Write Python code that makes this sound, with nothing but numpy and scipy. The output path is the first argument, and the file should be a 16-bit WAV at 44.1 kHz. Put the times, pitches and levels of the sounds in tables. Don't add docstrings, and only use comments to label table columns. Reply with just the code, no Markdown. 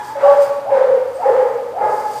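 import sys
import numpy as np
from scipy import signal
from scipy.fft import rfft, irfft
from scipy.io import wavfile
from scipy.ndimage import uniform_filter1d, minimum_filter1d

SR = 44100
rng = np.random.default_rng(int(sys.argv[2]) if len(sys.argv) > 2 else 0)


def digitize_waveform(pressure):
    field = np.atleast_2d(pressure).T
    bounded = np.clip(field, -1, 1)
    quanta = np.round(bounded * 32767).astype(np.int16)
    wavfile.write(sys.argv[1], SR, quanta)


N = 97020
T = np.arange(N) / SR

# f/Hz, level/dB
HISS_COLOUR = [(25, -19), (50, -13.5), (80, -4.5), (125, -9), (170, 0), (240, 8), (400, 8), (900, 8.5),
               (1700, -2), (2800, -9), (6000, -18.5), (14000, -20.5)]
# f/Hz, width/Hz, level/dB
HUM_TONES = [(80, 5.8, -60.5), (127, 19, -52)]
# f/Hz, t/s
ECHO_TIMES = [(150, .8), (500, 1.29), (850, 1.3), (2000, 1.3), (5000, 2), (14000, .5)]
# f/Hz, level/dB
BLANKET_COLOUR = [(40, -50), (300, -22), (1500, -7.5), (2800, -7.5), (4200, -7.5), (4550, 0), (4780, 1.5),
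                  (5050, -2.5), (5600, -5), (8200, -5), (9200, -8), (10200, -7), (11400, -19),
                  (12800, -15.5), (13800, -2.5), (15000, -29.5)]
# t/s, level/dB
BRUSH_LEVELS = [(0, -60), (.05, -46), (.11, -46.5), (.19, -56), (.29, -46.5), (.39, -47.5), (.43, -39),
                (.5, -47.5), (.67, -58), (1.12, -55.5), (1.16, -52), (1.4, -52.5), (1.76, -59), (1.94, -45),
                (2.07, -46), (2.15, -41.5), (2.2, -41)]
# t/s, level/dB, f/Hz
PAW_THUDS = [(0.129, -42.5, 123.4), (1.832, -45, 122), (2.154, -42.5, 131.5)]
# t/s, level/dB, f/Hz, width/Hz, decay/s
SMALL_TICKS = [(.298, -33.5, 3320, 915, .005), (1.145, -50, 8330, 200, .04)]
# f/Hz, level/dB
THROAT_COLOUR = [(40, -55), (110, -23.5), (250, -15), (380, -12), (440, 4.5), (650, 0), (900, 5.5),
                 (1080, -4), (1350, -4), (1750, -12), (2350, -19), (2650, -26), (4000, -35), (8000, -42.5),
                 (15000, -68)]
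# t/s, length/s, level/dB, brightness/(dB per octave)
THROAT_RASPS = [(-.05, 0.058, -42.5, 6), (0.158, 0.23, -26, 2), (0.689, 0.18, -26, 0.5),
                (1.195, 0.26, -27, 0.5), (1.747, 0.2, -27.5, -2)]
# t/s, length/s, level/dB, start f/Hz, top f/Hz
RISING_SLIDES = [(0.646, 0.057, -33, 623, 833.6), (1.165, .07, -31.5, 549, 829.5),
                 (1.723, 0.0622, -32.5, 552.2, 832.5)]
# t/s, length/s, level/dB, start f/Hz, end f/Hz, jitter/share of pitch,
# half-pitch tones/dB, octave/dB
HIGH_SQUEAKS = [(-.02, 0.04, -36, 900, 834.4, 0.011, -32, -15.5),
                (.005, 0.059, -43, 942, 1017, 0.021, -25, -16),
                (0.088, 0.097, -35, 867.5, 850, 0.022, -17, -20.5),
                (0.245, 0.098, -22.5, 809.3, 821.4, .02, -52, -30.5),
                (0.663, 0.081, -33, 820, 819, 0.026, -30, -26),
                (1.225, 0.19, -24, 848.3, 827, .03, -19.5, -24),
                (1.806, 0.048, -22, 847.8, 848.4, 0.012, -15.5, -21.5),
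                (1.932, 0.17, -29.5, 857, 845.5, 0.01398, -18.5, -24.5)]
# t/s, length/s, level/dB, start f/Hz, end f/Hz, jitter/share of pitch, overtones/dB
LOW_HOOTS = [(0.152, 0.063, -30, 575, 551, 0.021, -26), (0.225, .045, -17, 567.8, 566.2, 0.0087, -16.5),
             (.276, 0.055, -14, 567.5, 569, .004, -15.5), (0.379, .02, -25, 568.3, 562.3, .004, -33),
             (0.71, 0.074, -17.5, 548.1, 508.5, 0.019, -34.5), (0.805, .14, -15.5, 536, 497.9, 0.036, -40),
             (1.252, 0.094, -17.5, 518.8, 503, 0.057, -30), (1.351, 0.12, -18.5, 522.6, 481.4, 0.045, -31),
             (1.549, .015, -30.5, 496, 478, 0.009, -35), (1.804, 0.15, -26, 557.3, 478.8, 0.0961, -26)]

HOOT_DIRECT_DB, HIGH_DIRECT_DB, ROUGH_DIRECT_DB = 3, 2, -11


def amp(db):
    return 10 ** (np.asarray(db) / 20)


def unit(x):
    return x / np.sqrt(np.mean(x ** 2) + 1e-20)


def look_up(points, hz):
    f, value = np.transpose(points)
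    return np.interp(np.log(hz + 1), np.log(f + 1), value)


def noise(colour):
    gains = amp(look_up(colour, np.fft.rfftfreq(N, 1 / SR)))
    return unit(irfft(rfft(rng.standard_normal(N)) * gains, N))


def wander(rate_hz):
    gains = np.exp(-(np.fft.rfftfreq(N, 1 / SR) / rate_hz) ** 2)
    return unit(irfft(rfft(rng.standard_normal(N)) * gains, N))


def fuzzy_tone(hz, width):
    wobble = wander(width) + 1j * wander(width)
    return unit((wobble * np.exp(2j * np.pi * hz * T)).real)


def background(hiss_db=-41):
    hiss = amp(hiss_db) * noise(HISS_COLOUR)
    return hiss + sum(amp(db) * fuzzy_tone(hz, width) for hz, width, db in HUM_TONES)


def in_room(x, direct_db):
    hz, t, spectrum = signal.stft(rng.standard_normal(N), SR, nperseg=256)
    decay = amp(-60 * t / look_up(ECHO_TIMES, hz)[:, None])
    tail = signal.istft(spectrum * decay, SR, nperseg=256)[1][:N]
    echo = signal.fftconvolve(x, tail)[:N]
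    return unit(amp(direct_db) * unit(x) + unit(echo)) * np.sqrt(.5 * SR / N)


def blanket(grain_db=1, grain_s=.006):
    level = amp(np.interp(T, *np.transpose(BRUSH_LEVELS)))
    return level * noise(BLANKET_COLOUR) * unit(amp(grain_db * wander(1 / grain_s)))


def thud(start, db, hz, rise_s=.02):
    age = np.maximum(T - start, 0)
    return amp(db) * age / rise_s * np.exp(1 - age / rise_s) * np.sin(2 * np.pi * hz * age)


def tick(start, db, hz, width, decay):
    return amp(db) * fuzzy_tone(hz, width) * (T > start) * np.exp(-np.maximum(T - start, 0) / decay)


def rasp(start, length, db, tilt_db):
    progress = np.clip((T - start) / length, 0, 1)
    swell = abs(np.sin(np.pi * progress ** .62))
    colour = [(hz, level + tilt_db * np.log2(hz)) for hz, level in THROAT_COLOUR]
    return amp(db) * in_room(swell * noise(colour), ROUGH_DIRECT_DB)


def vocal_folds(start, length, from_hz, to_hz, jitter, bend=1):
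    attack_s, release_s, fade_db, shake_hz = .014, .04, -6.5, 68
    age = T - start
    progress = np.clip(age / length, 0, 1)
    release = np.exp(-np.maximum(age - length, 0) / min(release_s, length))
    level = np.clip(age / attack_s, 0, 1) * amp(fade_db * progress) * release
    glide = from_hz + (to_hz - from_hz) * progress ** bend
    hz = glide * (1 + jitter * wander(shake_hz))
    tremble = np.exp(.12 * wander(shake_hz))
    return level * tremble, 2 * np.pi * np.cumsum(hz) / SR


def slide(start, length, db, from_hz, to_hz, break_s=.031):
    level, phase = vocal_folds(start, length, from_hz, to_hz, jitter=.05)
    swell = amp(14 * np.clip((T - start) / length, 0, 1))
    break_off = np.exp(-np.maximum(T - start - length, 0) / break_s)
    hoarse_tone = np.sin(phase + .8 * wander(rate_hz=110))
    return amp(db) * in_room(level * swell * break_off * hoarse_tone, HIGH_DIRECT_DB)


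def squeak(start, length, db, from_hz, to_hz, jitter, half_db, octave_db):
    level, phase = vocal_folds(start, length, from_hz, to_hz, jitter)
    halves = np.sin(phase / 2) + np.sin(3 * phase / 2) + amp(-11) * np.sin(5 * phase / 2)
    roughness = 1 + .75 * wander(rate_hz=45)
    extras = level * roughness * (amp(half_db) * halves + amp(octave_db) * np.sin(2 * phase))
    extras_gain = np.hypot(np.sqrt(2) * amp(half_db), amp(octave_db))
    tone = in_room(level * np.sin(phase), HIGH_DIRECT_DB)
    return amp(db) * (tone + extras_gain * in_room(extras, ROUGH_DIRECT_DB))


def hoot(start, length, db, from_hz, to_hz, jitter, overtone_db, flutter_hz=31):
    level, phase = vocal_folds(start, length, from_hz, to_hz, jitter, bend=1.84)
    flutter = np.sin(2 * np.pi * flutter_hz * (T - start) + wander(flutter_hz / 2))
    level = level * (1 + min(7.9 * jitter, 1) * flutter)
    roughness = 1 + .31 * wander(rate_hz=40)
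    overtones = level * roughness * (np.sin(2 * phase) + amp(-20.5) * np.sin(3 * phase))
    tone = in_room(level * np.sin(phase), HOOT_DIRECT_DB)
    return amp(db) * (tone + amp(overtone_db) * in_room(overtones, HIGH_DIRECT_DB))


def scene():
    mix = blanket() + background()
    sources = [(hoot, LOW_HOOTS), (squeak, HIGH_SQUEAKS), (slide, RISING_SLIDES),
               (rasp, THROAT_RASPS), (tick, SMALL_TICKS), (thud, PAW_THUDS)]
    for source, rows in sources:
        mix += sum(source(*row) for row in rows)
    return mix[None]


def record(dry):
    low_cut_hz, high_cut_hz, window = 44, 14700, 221
    gain = uniform_filter1d(minimum_filter1d(1 / np.maximum(abs(dry), 1), window), window)
    bass_cut = signal.butter(2, low_cut_hz, "highpass", fs=SR, output="sos")
    treble_cut = signal.firwin(511, high_cut_hz, window=("kaiser", 9), fs=SR)
    return signal.oaconvolve(signal.sosfilt(bass_cut, dry * gain), treble_cut[None], "same")


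dry = scene()
out = record(dry)
digitize_waveform(out)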